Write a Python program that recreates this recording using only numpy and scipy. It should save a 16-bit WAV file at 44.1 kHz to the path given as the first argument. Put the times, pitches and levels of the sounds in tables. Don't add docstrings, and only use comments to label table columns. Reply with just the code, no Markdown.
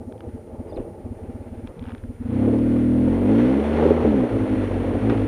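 import sys
import numpy as np
from scipy import signal
from scipy.fft import rfft, irfft, next_fast_len
from scipy.io import wavfile
from scipy.ndimage import uniform_filter1d, map_coordinates

SR = 44100
rng = np.random.default_rng(int(sys.argv[2]) if len(sys.argv) > 2 else 0)


def level_to_linear(level):
    exponent = np.asarray(level, float) / 20
    return 10 ** exponent


def dump(signal):
    limited = np.clip(np.atleast_2d(signal).T, -1, 1)
    pcm = np.round(limited * 32767).astype(np.int16)
    wavfile.write(sys.argv[1], SR, pcm)


N = 232539


def unit(x):
    return x / np.sqrt(np.mean(x ** 2) + 1e-20)


def curves(rows, t):
    s, *columns = np.transpose(rows)
    return [np.interp(t, s, column) for column in columns]


def wobble(rate):
    knots = rng.standard_normal(int(N * rate / SR) + 4)
    return map_coordinates(knots, [np.arange(N) * rate / SR])


def on_log(spectrum, f):
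    hz, db = np.transpose(spectrum)
    return level_to_linear(np.interp(np.log(f + 1), np.log(hz), db, -120, -120))


def noise(spectrum):
    size = next_fast_len(N)
    white = rfft(rng.standard_normal(size))
    return unit(irfft(white * on_log(spectrum, np.fft.rfftfreq(size, 1 / SR)), size)[:N])


def swells(rows, t):
    return sum(level_to_linear(db) * np.exp(-np.abs(t - s) / np.where(t < s, rise, fall)) for s, rise, fall, db in rows)


def add(track, s, sound):
    track[round(s * SR):][:len(sound)] += sound


def loudness(x, span_s):
    quiet_db = -38
    span = round(span_s * SR)
    power = np.abs(uniform_filter1d(x ** 2, span, origin=span // 2 - 1))
    return 10 * np.log10(power + 1e-9) - quiet_db


# frequency in Hz, density in dB per Hz.
CIRCUIT = [(2350, -35.5), (4000, -8), (8610, -9.5), (9220, -7.5), (9640, -9), (10300, -10), (14200, -12),
           (15500, -19.5)]


def electronics(t, heard):
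    whine_hz, flips_hz, first_flip_s = 9525.372, 72.7166, .0131
    recent_db, settled_db = loudness(heard, .12), loudness(heard, 1.0)
    whine_db = np.minimum(-69.5 + .4 * recent_db, -62.5) + .1 * settled_db
    noise_db = -72.5 + .14 * recent_db + .12 * settled_db
    flips = np.sign(np.sin(np.pi * flips_hz * (t - first_flip_s)))
    whine = level_to_linear(whine_db) * flips * np.sin(2 * np.pi * whine_hz * t)
    return whine + level_to_linear(noise_db) * noise(CIRCUIT)


# frequency in Hz, density in dB per Hz.
BUFFET = [(16, -22), (26, -6), (38, 0), (55, -10), (90, -28), (200, -60)]
# peak time, rise and fall in seconds, level in dB.
GUSTS = [
    (.81, 0.046, .02, -39),
    (1.69, 0.23, .05, -46),
    (1.85, .04, .04, -40),
    (2.07, 0.052, .05, -47),
    (2.7, .3, .4, -46.5),
    (3.3, .04, .07, -57.5),
    (3.77, .04, .03, -52.5),
    (4.58, 0.22, 0.22, -52),
]


def wind(t):
    breeze_db = -65
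    flutter = level_to_linear(1.5 + 1.5 * wobble(15))
    return (level_to_linear(breeze_db) + swells(GUSTS, t)) * flutter * noise(BUFFET)


# peak time, rise and fall in seconds, level in dB.
SCRAPES = [
    (.205, .002, .006, -58),
    (.7, 0.048, .03, -53.5),
    (.772, .008, 0.048, -47),
    (1.673, 0.0066, 0.0093, -46),
    (1.9, 0.073, 0.042, -47.5),
    (2.586, 0.0017, 0.0077, -37.5),
    (5.098, 0.0056, 0.046, -30.5),
]
# frequency in Hz, density in dB per Hz.
GRIT = [(300, -19.5), (800, 6), (1500, -7), (2800, -12), (4500, -31), (8000, -50), (12000, -71.5)]


def scrapes(t):
    return swells(SCRAPES, t) * level_to_linear(2 * wobble(300)) * noise(GRIT)


# start and length in seconds, start and end in Hz, level in dB.
SQUEAKS = [
    (0.687, 0.03, 4900, 4850, -61.5),
    (.711, .01, 4800, 3700, -65),
    (0.722, 0.016, 3520, 3600, -59),
    (0.738, 0.018, 4980, 4860, -60),
    (0.758, 0.0097, 4470, 3800, -54),
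    (0.769, 0.007, 3880, 3240, -55),
    (0.77, 0.012, 2740, 2320, -58),
    (3.208, 0.05, 11760, 11900, -64),
    (3.17, 0.025, 11350, 11300, -88),
]


def squeaks():
    out = np.zeros(N + SR)
    for s, length, start_hz, end_hz, db in SQUEAKS:
        u = np.linspace(0, 1, round(length * SR))
        rasp = 1 + 3 * uniform_filter1d(rng.standard_normal(SR // 10), size=60)[:len(u)]
        turns = length * u * (start_hz + (end_hz - start_hz) * u / 2)
        add(out, s, level_to_linear(db) * np.sin(np.pi * u) * rasp * np.sin(2 * np.pi * turns))
    return out[:N]


# start in seconds, low mode in dB, upper modes over it in dB.
TICKS = [(0.124, -40.5, -8), (0.1794, -60, 6), (0.2068, -35.5, -7.5), (0.771, -46, -3), (1.417, -58, -9),
         (1.5469, -56, -5), (1.674, -36.5, -3.5), (1.794, -49.5, 7), (1.826, -51, 3), (1.84, -39, -8),
         (1.855, -36.5, -13), (1.8657, -42, -8), (1.886, -36, -13), (1.894, -40, -8), (1.9054, -36, -13),
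         (1.92, -34, -13), (1.9494, -34, -10), (1.9804, -47, -1), (2.0384, -41, -15.5), (2.583, -45, -11),
         (5.0986, -26.5, -7)]
# frequency in Hz, T60 in seconds.
HOUSING = [(1500, 0.004), (2300, 0.0047), (3100, 0.0044), (4600, .004), (6300, .003)]


def ticks():
    out, t = np.zeros(N + SR), np.arange(SR // 10) / SR
    attack = 1 - np.exp(-t / .0003)
    for s, low_db, upper_db in TICKS:
        middle_db = low_db + upper_db
        high_db = middle_db - 16
        levels = (low_db, middle_db, middle_db, high_db, high_db - 13)
        for db, (hz, t60) in zip(levels, HOUSING):
            shifted_hz = hz * rng.uniform(.9, 1.1)
            add(out, s, level_to_linear(db + 9.5 - 60 * t / t60) * attack * np.sin(2 * np.pi * shifted_hz * t))
    return out[:N]


# start in seconds, peak in
# dB, frequency in Hz.
KNOCKS = [(0.662, -24, 437), (0.677, -26, 330), (0.723, -19, 495), (0.732, -29, 358), (0.766, -14, 347),
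          (0.777, -14.5, 517), (0.789, -16, 354), (0.804, -20, 394), (0.816, -19.5, 464), (0.847, -22, 447),
          (2.476, -7, 458), (2.497, -11.5, 471), (3.796, -7, 443), (3.815, -17, 454), (3.854, 1.5, 384),
          (3.907, 4.5, 418), (3.919, -22, 447), (4.049, 2.5, 437), (4.074, -4, 380), (4.141, -4, 415),
          (4.236, -5, 442), (5.072, -13.5, 367), (5.093, -6.5, 377), (5.124, -5, 404)]
# start in seconds, peak in dB, frequency in Hz, T60 in seconds.
THUDS = [
    (0.662, -40, 169, 0.052),
    (1.764, -31.5, 167, 0.26),
]
# start in seconds, peak in dB, frequency in Hz, T60 in seconds.
SNAPS = [
    (2.5855, -48, 5200, .007),
    (2.586, -46, 3600, .008),
    (5.099, -47, 5000, .012),
]


def knocks():
    out, t = np.zeros(N + SR), np.arange(SR // 10) / SR
    knock_t60 = 0.043
    for s, db, hz, t60 in [(*knock, knock_t60) for knock in KNOCKS] + THUDS + SNAPS:
        modes = np.sin(2 * np.pi * hz * t)
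        modes += .5 * np.sin(2 * np.pi * hz * rng.uniform(1.12, 1.28) * t)
        modes += .5 * np.sin(2 * np.pi * hz * .82 * t)
        attack = 1 - np.exp(-t * hz / 1.5)
        add(out, s, level_to_linear(db - 60 * t / t60) * attack * modes)
    return out[:N]


# time in seconds, level in dB.
SHAKE = [(0.0, -43), (0.83, -39), (1.33, -42), (1.61, -43), (2.16, -47), (2.48, -26.5), (2.57, -34),
         (2.86, -36), (3.3, -26.5), (3.48, -26.5), (3.95, -19), (4.23, -25), (4.56, -31), (4.84, -27),
         (5.27, -30)]
# frequency in Hz, density in dB per Hz.
PANELS_BELOW = [(71, -5), (120, -2), (162, -31), (232, -6), (289, -12.5), (342, 3), (393, -7), (439, -0.5),
                (597, -7), (641, -5.5), (701, -20.5), (766, -10), (855, -11), (993, -25.5), (1300, -28),
                (1690, -62), (2860, -120)]
# frequency in Hz, density in dB per Hz.
PANELS = [(190, -17.5), (320, -2), (339, -4.5), (455, -0.5), (494, -3), (530, -3), (572, -8), (723, -13),
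          (857, -15), (953, -20), (1300, -25), (1690, -59.5), (2860, -120)]
# frequency in Hz, density in dB per Hz.
INTAKE = [(25, -16), (50, -1.5), (110, -7.5), (160, -4), (260, -1), (340, -13), (420, -51.5)]
# frequency in Hz, density in dB per Hz.
HISS = [(530, -49.5), (900, -7), (1260, -13.5), (1370, -6.5), (1600, -10), (2040, -10), (3230, -19.5),
        (3550, -21), (3820, -27), (4240, -26), (4880, -37), (5780, -34.5), (8500, -48.5), (11000, -73),
        (18700, -120)]


def bodywork(times, t):
    head_up_s, idle_rate = 1.68, 17
    cycles = np.concatenate([idling()[0], times])
    turns = np.interp(t, cycles, np.arange(len(cycles)))
    jolt = map_coordinates(rng.standard_normal(800), [2 * turns], order=1)
    beat = np.cos(2 * np.pi * turns - 1.5)
    shake_db, = curves(SHAKE, t)

    panel_db = shake_db + 2.4 * jolt + 0.77 * beat + 0.47 * wobble(25)
    panels = level_to_linear(panel_db) * np.where(t < head_up_s, noise(PANELS_BELOW), noise(PANELS))
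    gulp = level_to_linear(0.57 * shake_db - 23.5 + 1.5 * wobble(17)) * noise(INTAKE)

    speed = np.interp(t, cycles[1:], 1 / np.diff(cycles))
    octaves = uniform_filter1d(np.log2(speed / idle_rate), size=SR // 5)
    pulling = uniform_filter1d(np.gradient(octaves) * SR, size=SR // 5)
    hiss_db = -62.5 + (13.5 - 1.5 * octaves) * octaves
    hiss_db += 0.5 * pulling + 0.09 * (shake_db - shake_db[0])
    hiss_db += 0.21 * jolt + 1.0 * beat + 0.89 * wobble(90) + 1.0 * wobble(7.1)
    return panels + gulp + level_to_linear(hiss_db) * noise(HISS)


# first firing in seconds, thump peak in dB, bark peak in dB, growth in dB a firing.
IDLE = [(0.01, -34, -30.5, 2.5), (0.281, -27.5, -30, -0.5), (0.535, -32.5, -32.5, 5),
        (0.794, -28.5, -26, -13), (1.056, -29, -30.5, 3.5), (1.232, -30, -30, 3), (1.353, -29, -29, -2.5),
        (1.526, -31, -31, 1.5), (1.821, -28.5, -27.5, 0), (2.043, -27, -28, 0.5), (2.208, -27, -24.5, 3)]
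STROKES = "xx.. xx.. xx.. xx.. xx. xx xxx xxx.. xxx. xx. xx".split()


def idling():
    idle_ends_s = 2.306
    miss_thump_db, miss_bark_db, miss_fades_db = -36.5, -53.5, -12
    rows = []
    ends = [run[0] for run in IDLE[1:]] + [idle_ends_s]
    for (s, thump_db, bark_db, growth_db), end, strokes in zip(IDLE, ends, STROKES):
        for k, stroke in enumerate(strokes):
            if stroke == "x":
                sizes = thump_db + growth_db * k, bark_db + growth_db * k
            else:
                fade_db = miss_fades_db * (k - strokes.count("x"))
                sizes = miss_thump_db + fade_db, miss_bark_db + fade_db
            rows.append((s + (end - s) * k / len(strokes), *sizes))
    return np.transpose(rows)


# time in seconds, firings a second.
REV = [(2.28, 28.0), (2.4, 34.2), (2.6, 39.2), (3.05, 41.7), (3.24, 49.1), (3.59, 71.3), (3.69, 75.2),
       (3.9, 79.3), (4.03, 80.0), (4.26, 58.6), (4.36, 53.4), (4.58, 50.7), (4.79, 45.9), (4.95, 46.6),
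       (5.11, 57.9), (5.27, 47.9)]
# time in seconds, thump in dB, bark in dB, brightness of the bark from 0 to 1.
LOAD = [(2.28, -30, -26.5, 0.4), (2.42, -23.5, -17.5, 0.57), (2.6, -27, -18, 0.65),
        (3.05, -25.5, -17, 0.46), (3.19, -27, -20.5, 0.37), (3.3, -26.5, -15, 0.55),
        (3.43, -27.5, -15, 0.61), (3.57, -27, -18, 0.67), (3.63, -24, -26, 0), (4.02, -22.5, -22.5, 0),
        (4.08, -19, -14.5, 0.56), (4.2, -26.5, -14.5, 0.37), (4.32, -23, -22, 0.97),
        (4.53, -27, -18.5, 0.71), (4.66, -26.5, -26.5, 0.5), (4.94, -25.5, -24.5, 0.6),
        (5.11, -24.5, -18.5, 0.66), (5.27, -25.5, -25, 1)]
# time in seconds, amount from 0 to 1.
UNEVEN = [(2.28, .1), (2.6, .04), (3.6, .04), (4.0, .07), (4.25, .12), (4.35, .2), (4.95, .16), (5.05, .08),
          (5.27, .12)]
# time in seconds, loss in dB, half width in seconds.
MISFIRE = [(4.04, -32, 0.0057), (4.133, -21, 0.0051), (4.286, -20, 0.032), (4.386, -18, 0.015),
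           (4.473, -27, 0.023), (4.555, -34, 0.0083), (4.69, -28, 0.009), (4.845, -14, 0.015),
           (4.927, -29, 0.0092), (5.0, -20, 0.013), (5.143, -29, 0.0065)]


def firings():
    t = np.arange(round(2.297 * SR), N) / SR
    turns = np.cumsum(curves(REV, t)[0]) / SR
    times = t[np.searchsorted(turns, np.arange(int(turns[-1]) + 1))]
    thump_db, bark_db, bright = curves(LOAD, times)
    scatter = curves(UNEVEN, times)[0][:, None] * rng.standard_normal((len(times), 3))
    loss_db = sum(db * np.exp(-((times - s) / width) ** 2) for s, db, width in MISFIRE)
    energy = np.sqrt(SR / curves(REV, times)[0])
    thump = energy * level_to_linear(thump_db + loss_db + 3 * scatter[:, 0])
    bark = energy * level_to_linear(bark_db + 0.35 * loss_db + 6.4 * scatter[:, 1])
    slip = .002 * scatter[:, 2]
    return times, slip, thump, bark, np.clip(bright, 0, 1)


def imbalance(times, t):
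    turns = np.interp(t, times, np.arange(len(times)))
    near_db = 4 * np.minimum(curves(REV, t)[0] - 77, 0)
    level = level_to_linear(-28.5 + near_db + 1.1 * wobble(8))
    return level * np.sin(4 * np.pi * turns) * (t > times[0])


def chamber(spectrum, sweep, tilt_db=0):
    f = np.fft.rfftfreq(16384, 1 / SR)
    delay = .05 + sweep * (np.minimum(f, 340) + .5 * np.clip(f - 340, 0, 400))
    lean = level_to_linear(tilt_db * np.clip((f - 250) / 50, -1, 1))
    phase = 2 * np.pi * np.cumsum(delay) * f[1]
    ring = irfft(on_log(spectrum, f) * lean * np.exp(-1j * phase))
    ring = ring / np.linalg.norm(ring)
    return ring, np.searchsorted(np.cumsum(ring ** 2), .5)


def struck(times, sizes, ring, lead):
    blows = np.bincount(np.round(times * SR).astype(int), sizes, N + SR)
    return signal.fftconvolve(blows, ring)[lead:lead + N]


# frequency in Hz, gain in dB.
BARK = [(140, -47.5), (165, -23.5), (195, -9.5), (215, -0.5), (250, 3.5), (290, -2.5), (325, -7.5),
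        (365, -17.5), (400, -28), (440, -19), (480, -22), (520, -17.5), (580, -25.5), (700, -34)]


def tail_pipe(times, bark, bright, sweep):
    dull, lead = chamber(BARK, sweep, -7)
    sharp, _ = chamber(BARK, sweep, 7)
    return struck(times, bark * (1 - bright), dull, lead) + struck(times, bark * bright, sharp, lead)


# frequency in Hz, gain in dB.
THUMP = [(22, -43), (31, -24), (38, -3.5), (48, -8), (62, -6), (78, 1), (95, 2), (110, -0.5), (122, -16),
         (136, -39), (155, -64.5)]
# frequency in Hz, gain in dB.
IDLE_BARK = [(150, -51.5), (185, -17.5), (210, -6.5), (240, 7), (270, -1.5), (300, -7.5), (340, -42)]


def exhaust(times, slip, thump, bark, bright):
    idle_times, thump_db, bark_db = idling()
    low, low_lead = chamber(THUMP, .00013)
    high, high_lead = chamber(IDLE_BARK, .00012)
    idle = struck(idle_times, level_to_linear(thump_db) / low.max(), low, low_lead)
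    idle += struck(idle_times + 0.00765, level_to_linear(bark_db) / high.max(), high, high_lead)

    coasting = (times >= 4.04) & (times < 4.29)
    barks = tail_pipe(times + slip, bark * ~coasting, bright, .00017)
    barks += tail_pipe(times + slip, bark * coasting, bright, .00007)

    hot = chamber([(hz * 1.182, db) for hz, db in THUMP], .00013)
    return idle + struck(times + .3 * slip, thump, *hot) + barks


def scene():
    t = np.arange(N) / SR
    times, *burning = firings()
    engine = exhaust(times, *burning) + imbalance(times, t) + bodywork(times, t)
    handling = knocks() + ticks() + squeaks() + scrapes(t)
    heard = engine + handling + wind(t)
    return (heard + electronics(t, heard))[None]


def roll_off(x):
    return signal.sosfilt(signal.butter(12, 15690, fs=SR, output="sos"), x)


def record(dry):
    duck_db, from_s, until_s, ease_s = -2, 3.905, 4.31, 0.021
    t = np.arange(N) / SR
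    ducked = np.clip((t - from_s) / ease_s, 0, 1) * np.clip((until_s - t) / ease_s, 0, 1)
    return roll_off(dry * level_to_linear(duck_db * ducked))


dry = scene()
out = record(dry)
dump(out)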